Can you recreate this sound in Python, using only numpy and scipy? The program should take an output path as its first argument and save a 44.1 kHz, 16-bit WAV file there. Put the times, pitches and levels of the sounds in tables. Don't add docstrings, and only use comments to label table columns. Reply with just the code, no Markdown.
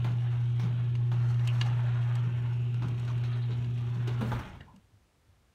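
import sys
import numpy as np
from scipy import signal
from scipy.fft import rfft, irfft, next_fast_len
from scipy.io import wavfile
from scipy.ndimage import map_coordinates

SR = 44100
rng = np.random.default_rng(int(sys.argv[2]) if len(sys.argv) > 2 else 0)


def generate_wav(sig):
    pcm = np.round(np.clip(np.atleast_2d(sig).T, -1, 1) * 32767).astype(np.int16)
    wavfile.write(sys.argv[1], SR, pcm)


N = 244314
TIME = np.arange(N) / SR
EVENT_TIME = np.arange(SR // 2) / SR
CUT_OUT_S = 4.373


def amp(db):
    return 10 ** (np.asarray(db) / 20)

def unit(x):
    return x / np.sqrt(np.mean(x ** 2) + 1e-20)

def along(points, hz):
    frequencies, values = np.transpose(points)
    return np.interp(np.log(hz + 1), np.log(frequencies + 1), values)

def curves(rows):
    times, *columns = np.transpose(rows)
    return [np.interp(TIME, times, column) for column in columns]

def wobble(rate_hz):
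    return map_coordinates(rng.standard_normal(int(N * rate_hz / SR) + 4), [TIME * rate_hz])

def dying(start_s, db_per_s):
    return amp(-db_per_s * np.maximum(TIME - start_s, 0))

def swell(centre_s, half_width_s):
    return np.exp(-((TIME - centre_s) / half_width_s) ** 2)

def coloured(x, spectrum):
    size = next_fast_len(len(x) + 8192)
    gain = amp(along(spectrum, np.fft.rfftfreq(size, 1 / SR)))
    return unit(irfft(rfft(x, size) * gain, size)[:len(x)])

def noise(spectrum, size=N):
    return coloured(rng.standard_normal(size), spectrum)

def resonance(hz, width_hz):
    return [(max(hz - 3 * width_hz, hz / 4), -45), (hz - width_hz / 2, -3), (hz, 0),
            (hz + width_hz / 2, -3), (hz + 3 * width_hz, -45), (hz + 9 * width_hz, -100)]

def add(track, start_s, sound):
    start = max(round(start_s * SR), 0)
    track[start:start + len(sound)] += sound[:max(N - start, 0)]

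# frequency_hz, t60_s
ROOM_DECAY = [(150, 0.83), (1500, 0.49), (5000, 0.28), (14000, 0.064)]

def garage(x, wet_db):
    hz, t, bins = signal.stft(rng.standard_normal(SR // 2), SR, nperseg=256)
    decay = amp(-60 * t / along(ROOM_DECAY, hz)[:, None])
    tail = signal.istft(bins * decay, SR, nperseg=256)[1]
    tail = np.pad(tail / np.linalg.norm(tail), (SR // 300, 0))
    return x + amp(wet_db) * signal.fftconvolve(x, tail)[:len(x)]

def rattle(spectrum, rate_hz, spread_db, wash_db):
    contacts = (rng.random(N) < rate_hz / SR) * rng.choice([-1, 1], N)
    strength = amp(spread_db * np.clip(rng.standard_normal(N), -2, 2))
    impacts = unit(garage(contacts * strength, wet_db=-2.5))
    return coloured(impacts + amp(wash_db) * rng.standard_normal(N), spectrum)

def patchy(x, depth_db, width_hz, length_s):
    hz, t, bins = signal.stft(x, SR, nperseg=1024)
    grid = np.meshgrid(hz / width_hz, t / length_s, indexing="ij")
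    field = map_coordinates(rng.standard_normal((400, 400)), grid, mode="mirror")
    return unit(signal.istft(bins * amp(depth_db * field), SR, nperseg=1024)[1][:N])


# time_s, level_db
HUM_LEVELS = [(0.05, -29), (0.44, -28), (0.77, -29), (1.21, -26.5), (2.27, -28), (2.31, -30), (2.76, -29.5),
              (3.06, -32), (3.11, -29.5), (3.99, -31.5), (4.0, -29.5), (4.34, -32.5)]
# harmonic_number, relative_db
HUM_OVERTONES = [(3, -33), (4, -47), (5, -46), (7, -47)]
# frequency_hz, density_db
HOUSING_SPECTRUM = [(290, -48), (345, -2.5), (375, 8.5), (405, 2.5), (440, -16.5), (560, -51)]

def motor(hum_hz=119.88, run_down_t60_s=0.22):
    hum_db, = curves(HUM_LEVELS)
    phase = 2 * np.pi * hum_hz * TIME + 0.14 * wobble(5.6)

    def overtone(order):
        level = np.sqrt(2) * amp(1.5 * wobble(12))
        return level * np.sin(order * phase + wobble(14) + rng.uniform(0, 2 * np.pi))

    overtones = sum(amp(db) * overtone(order) for order, db in HUM_OVERTONES)
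    hum = amp(hum_db) * (np.sqrt(2) * np.sin(phase) + overtones)
    rise_db = 3 * TIME
    buzz = amp(-65 + rise_db) * overtone(2)
    drone = amp(-69 + rise_db + 1.7 * wobble(7.5)) * noise(HOUSING_SPECTRUM)
    return dying(CUT_OUT_S, 60 / run_down_t60_s) * (hum + buzz + drone)

# time_s, roller_db, chain_db, link_db
DRAG_LEVELS = [(0.08, -55, -57, -71.5), (0.2, -58, -58.5, -71.5), (0.34, -52.5, -57.5, -73),
               (0.53, -61, -59.5, -74), (0.8, -56, -57.5, -76), (1.05, -61, -62.5, -77.5),
               (1.2, -53, -58, -70), (1.36, -53.5, -60, -70), (1.62, -48.5, -55.5, -63),
               (1.8, -49.5, -56.5, -71), (2.02, -50, -58, -71), (2.4, -55, -61, -75),
               (2.7, -61, -60.5, -74.5), (3.0, -55.5, -58.5, -71.5), (3.46, -55, -56.5, -72.5),
               (3.68, -59.5, -59.5, -74), (3.88, -55.5, -60, -72.5), (4.3, -51, -57, -67.5)]
# frequency_hz, density_db
ROLLER_SPECTRUM = [(250, -12.5), (400, -7.5), (450, -13), (540, -6), (660, 1), (850, 2), (1060, -2),
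                   (1400, 0.5), (1800, -3), (2400, -6.5), (4000, -49.5)]
CHAIN_SPECTRUM = [(1200, -21), (2000, -7), (2450, 3), (2800, 3.5), (3150, 1.5), (3800, -1.5), (4400, -16.5),
                  (5000, -30.5), (8000, -39)]
LINK_SPECTRUM = [(3000, -24), (4300, 6.5), (4900, -3.5), (5500, 3), (6300, 1), (7800, -5), (9300, -6),
                 (10400, -16.5), (11300, -11), (13000, -12.5), (15700, -21.5)]
PANEL_SPECTRUM = [(22, -28), (38, -17), (55, -0.5), (85, 5.5), (130, 4), (205, -4), (245, -7), (300, -10.5),
                  (380, -17), (450, -15), (650, -60.5)]

def running_gear(mesh_hz=59.4, coast_s=0.069, sway_s=0.22):
    roller_db, chain_db, link_db = curves(DRAG_LEVELS)
    mesh = np.sin(2 * np.pi * mesh_hz * TIME + 0.62 * wobble(5.1))
    shake = wobble(35)
    grind = rattle(ROLLER_SPECTRUM, rate_hz=1000, spread_db=5.5, wash_db=-3)
    grind = patchy(grind, depth_db=2.5, width_hz=90.8, length_s=0.14)
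    clink = rattle(CHAIN_SPECTRUM, rate_hz=1000, spread_db=6.5, wash_db=-5.5)
    clink = patchy(clink, depth_db=2, width_hz=130, length_s=0.2007)
    sizzle = rattle(LINK_SPECTRUM, rate_hz=2700, spread_db=8, wash_db=-1)
    sizzle = patchy(sizzle, depth_db=3, width_hz=130, length_s=0.1)
    panels = amp(-47 + 2 * wobble(7)) * noise(PANEL_SPECTRUM)
    rollers = amp(roller_db + 0.45 + 1.3 * shake + 0.84 * wobble(170)) * grind
    chain = amp(chain_db - 1.13 + 0.5 * shake + 0.97 * mesh) * clink
    rail = rail_song()
    links = amp(link_db + 0.9 + 0.83 * shake + 2.5 * wobble(60) + 0.24 * mesh) * sizzle
    link_ticks = amp(link_db - 9) * rattle(LINK_SPECTRUM, rate_hz=60, spread_db=1.5, wash_db=-28)
    coast = dying(CUT_OUT_S + coast_s, db_per_s=81)
    sway = dying(CUT_OUT_S + sway_s, db_per_s=75)
    return sway * panels + coast * (rollers + chain + rail + links + link_ticks)

# frequency_hz, density_db
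AMBIENT_SPECTRUM = [(20, -24), (50, -1.5), (85, -0.5), (180, -12.5), (330, -17), (1000, -21.5),
                    (3000, -27.5), (5000, -31.5), (9000, -35), (15700, -43)]

def room_tone():
    return amp(-67) * noise(AMBIENT_SPECTRUM)

# frequency_hz, density_db
SHEET_SPECTRUM = [(250, 7.5), (480, -1.5), (600, -1.5), (860, 3), (1100, 0.5), (1400, 2.5), (1800, -8),
                  (2500, -23), (5000, -55)]
HINGE_SPECTRUM = [(1200, -18), (2100, 5), (3000, 1.5), (4000, 0.5), (5000, -11), (6300, -9), (8000, -21),
                  (11000, -42), (15700, -50.5)]
JINGLE_SPECTRUM = [(5000, -24.5), (8000, 1.5), (10500, 0), (13200, -1), (15700, -1.5)]
# start_s, clank_db, hinge_db, jingle_db
PANEL_KNOCKS = [(0.044, -38.5, -49, -63.5), (0.596, -44.5, -51, -64), (0.634, -47.5, -52.5, -72),
                (0.657, -47, -60, -79), (1.116, -43.5, -52, -70.5), (1.612, -43.5, -52, -72.5),
                (2.822, -42.5, -52.5, -76), (3.077, -47, -54, -76), (3.237, -50.5, -51.5, -70.5),
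                (3.506, -49.5, -54.5, -78.5), (4.074, -43, -47, -65.5), (4.209, -37.5, -49, -60),
                (4.248, -48, -56, -75), (4.317, -35.5, -47.5, -66.5), (4.391, -43, -52.5, -64),
                (4.45, -46.5, -60, -74.5), (4.551, -60, -69, -79)]

def knocks(t60_s=0.17):
    track, t = np.zeros(N), EVENT_TIME
    for start_s, clank_db, hinge_db, jingle_db in PANEL_KNOCKS:
        clank = amp(clank_db) * noise(SHEET_SPECTRUM, len(t))
        hinge = amp(hinge_db) * noise(HINGE_SPECTRUM, len(t))
        jingle = amp(jingle_db) * noise(JINGLE_SPECTRUM, len(t))
        attack = (1 - np.exp(-t / 0.00044)) * (1 + 0.49 * np.exp(-t / 0.0046))
        blow = attack * amp(-60 * t / t60_s)
        rebound_db = 2.2 * np.interp(t, np.arange(160) / 300, rng.standard_normal(160))
        chatter = amp(rebound_db * (1 - np.exp(-t / 0.008)))
        add(track, start_s, garage(blow * chatter * (clank + hinge + jingle), wet_db=-7))
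    return track

# pitch_ratio, density_db
FLEXURAL_MODES = [(.33, -50), (.56, -14.5), (1, 2.5), (1.3, -16.5), (1.7, -27), (2.3, -20), (2.8, -24.5),
                  (4, -50), (12, -110)]
# start_s, level_db, pitch_hz, t60_s
PANEL_THUDS = [(0.051, -35, 163, 0.41), (0.621, -31, 168, 0.53), (1.131, -36, 159, 0.27),
               (1.699, -40.5, 160, 0.32), (2.233, -53.5, 385, 0.2), (2.24, -34, 163, 0.36),
               (2.83, -38.5, 163, 0.88), (3.484, -35.5, 196, 0.21), (3.489, -42, 397, 0.22),
               (3.96, -30, 178, 0.22), (4.07, -37, 385, 0.21), (4.209, -25.5, 214, 0.29),
               (4.213, -34, 467, 0.16), (4.32, -41, 480, 0.23), (4.331, -35, 69.5, 0.65),
               (4.479, -39.5, 64, 0.47), (4.73, -48, 212, 0.23), (4.932, -48.5, 98, 0.18),
               (5.281, -55.5, 90, 0.37)]

def thuds():
    track, t = np.zeros(N), EVENT_TIME
    for start_s, level_db, pitch_hz, t60_s in PANEL_THUDS:
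        cluster = [(pitch_hz * ratio, db) for ratio, db in FLEXURAL_MODES]
        envelope = amp(level_db - 60 * t / t60_s) * (1 - np.exp(-t / 0.01))
        add(track, start_s, envelope * noise(cluster, len(t)))
    return track

# start_s, level_db, pitch_hz, length_s
STEEL_SQUEAKS = [(0.592, -62, 5600, .05), (1.471, -40.5, 2790, 0.034), (1.645, -46, 795, 0.032),
                 (2.819, -51, 920, 0.021), (3.073, -49, 1390, 0.014), (3.094, -49.5, 1010, 0.019),
                 (4.309, -42.5, 1680, 0.0098), (4.317, -38, 880, 0.019), (4.39, -50.5, 1620, 0.048),
                 (4.549, -57, 940, 0.022), (4.603, -52.5, 1770, 0.024), (4.667, -59.5, 950, 0.073)]

def squeaks(turn_s=0.093, relative_width=0.17):
    track, t = np.zeros(N), EVENT_TIME
    roller_chirps = [(3.232 + turn * turn_s, -56, 3850, 0.033) for turn in range(4)]
    for start_s, level_db, pitch_hz, length_s in STEEL_SQUEAKS + roller_chirps:
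        peak_s = length_s / 3
        envelope = amp(level_db) * t / peak_s * np.exp(1 - t / peak_s)
        add(track, start_s, envelope * noise(resonance(pitch_hz, pitch_hz * relative_width), len(t)))
    return track

# frequency_hz, relative_db, t60_s
TROLLEY_MODES = [(1030, -4.5, 0.019), (1677, -5.5, 0.026), (2170, -10, 0.042), (2840, 4, 0.021),
                 (3200, -9.5, 0.037), (3850, -11.5, 0.04), (4220, -11, 0.026), (4660, -11.5, 0.025),
                 (6440, -17.5, 0.015)]
# frequency_hz, density_db
SNAP_SPECTRUM = [(3000, -6), (4700, -2.5), (8000, -2), (10400, -13.5), (12500, -14.5), (15700, -23.5)]
# start_s, body_db, ring_db, snap_db
TROLLEY_CLICKS = [(0.952, -45, -43.5, -60.5), (1.342, -54, -48.5, -64), (1.394, -61, -46.5, -69),
                  (1.4738, -61, -38, -43), (1.6116, -38, -24.5, -49), (2.153, -54, -46.5, -47.5),
                  (2.422, -63, -61, -63), (2.742, -40, -50, -59.5), (2.883, -39, -51.5, -54),
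                  (2.996, -60, -52, -56.5), (3.050, -57, -67, -59), (3.178, -57, -52.5, -60.5),
                  (3.644, -50.5, -49, -66), (3.777, -55, -54.5, -65.5), (4.077, -53, -46, -53.5),
                  (4.607, -38, -51, -73), (4.761, -77, -62, -64.5)]

def clicks():
    track, t = np.zeros(N), EVENT_TIME
    strike = (1 - np.exp(-t / 0.0017)) * amp(-60 * t / 0.024)
    for start_s, body_db, ring_db, snap_db in TROLLEY_CLICKS:
        modes = np.zeros(len(t))
        for hz, db, t60_s in TROLLEY_MODES:
            decay = amp(db + rng.normal(0, 1) - 60 * t / t60_s)
            modes += decay * np.sin(2 * np.pi * hz * t + rng.uniform(0, 2 * np.pi))
        ring = amp(ring_db + 4) * modes * (1 - np.exp(-t / 0.0026))
        body = amp(body_db) * noise(SHEET_SPECTRUM, len(t))
        hinge = amp(ring_db) * noise(HINGE_SPECTRUM, len(t))
        snap = amp(snap_db + 6.5) * noise(SNAP_SPECTRUM, len(t))
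        add(track, start_s, garage(ring + strike * (body + hinge + snap), wet_db=-16))
    return track

def rail_song():
    envelope = amp(-63 + 1.5 * wobble(8)) * swell(centre_s=2.55, half_width_s=0.45)
    return envelope * noise(resonance(2720, width_hz=390))

# frequency_hz, density_db
HARDWARE_SPECTRUM = [(4000, -18), (6500, 1), (8000, 0), (10500, -3), (12300, 0), (13200, 3.5),
                     (14200, -5.5), (15700, -4.5)]

def clatter():
    hardware = amp(-65) * rattle(HARDWARE_SPECTRUM, rate_hz=960, spread_db=4, wash_db=-1)
    sheet = amp(-47.5) * rattle(SHEET_SPECTRUM, rate_hz=220, spread_db=6.5, wash_db=-1.5)
    return swell(centre_s=4.31, half_width_s=0.095) * (hardware + sheet)

def scene():
    mix = motor() + running_gear() + clicks() + knocks() + squeaks() + thuds() + clatter() + room_tone()
    return mix[None]

def record(dry):
    cutoff_hz = 15750
    size = next_fast_len(N + 8192)
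    passband = np.fft.rfftfreq(size, 1 / SR) < cutoff_hz
    return irfft(rfft(dry, size) * passband, size)[..., :N]


dry = scene()
out = record(dry)
generate_wav(out)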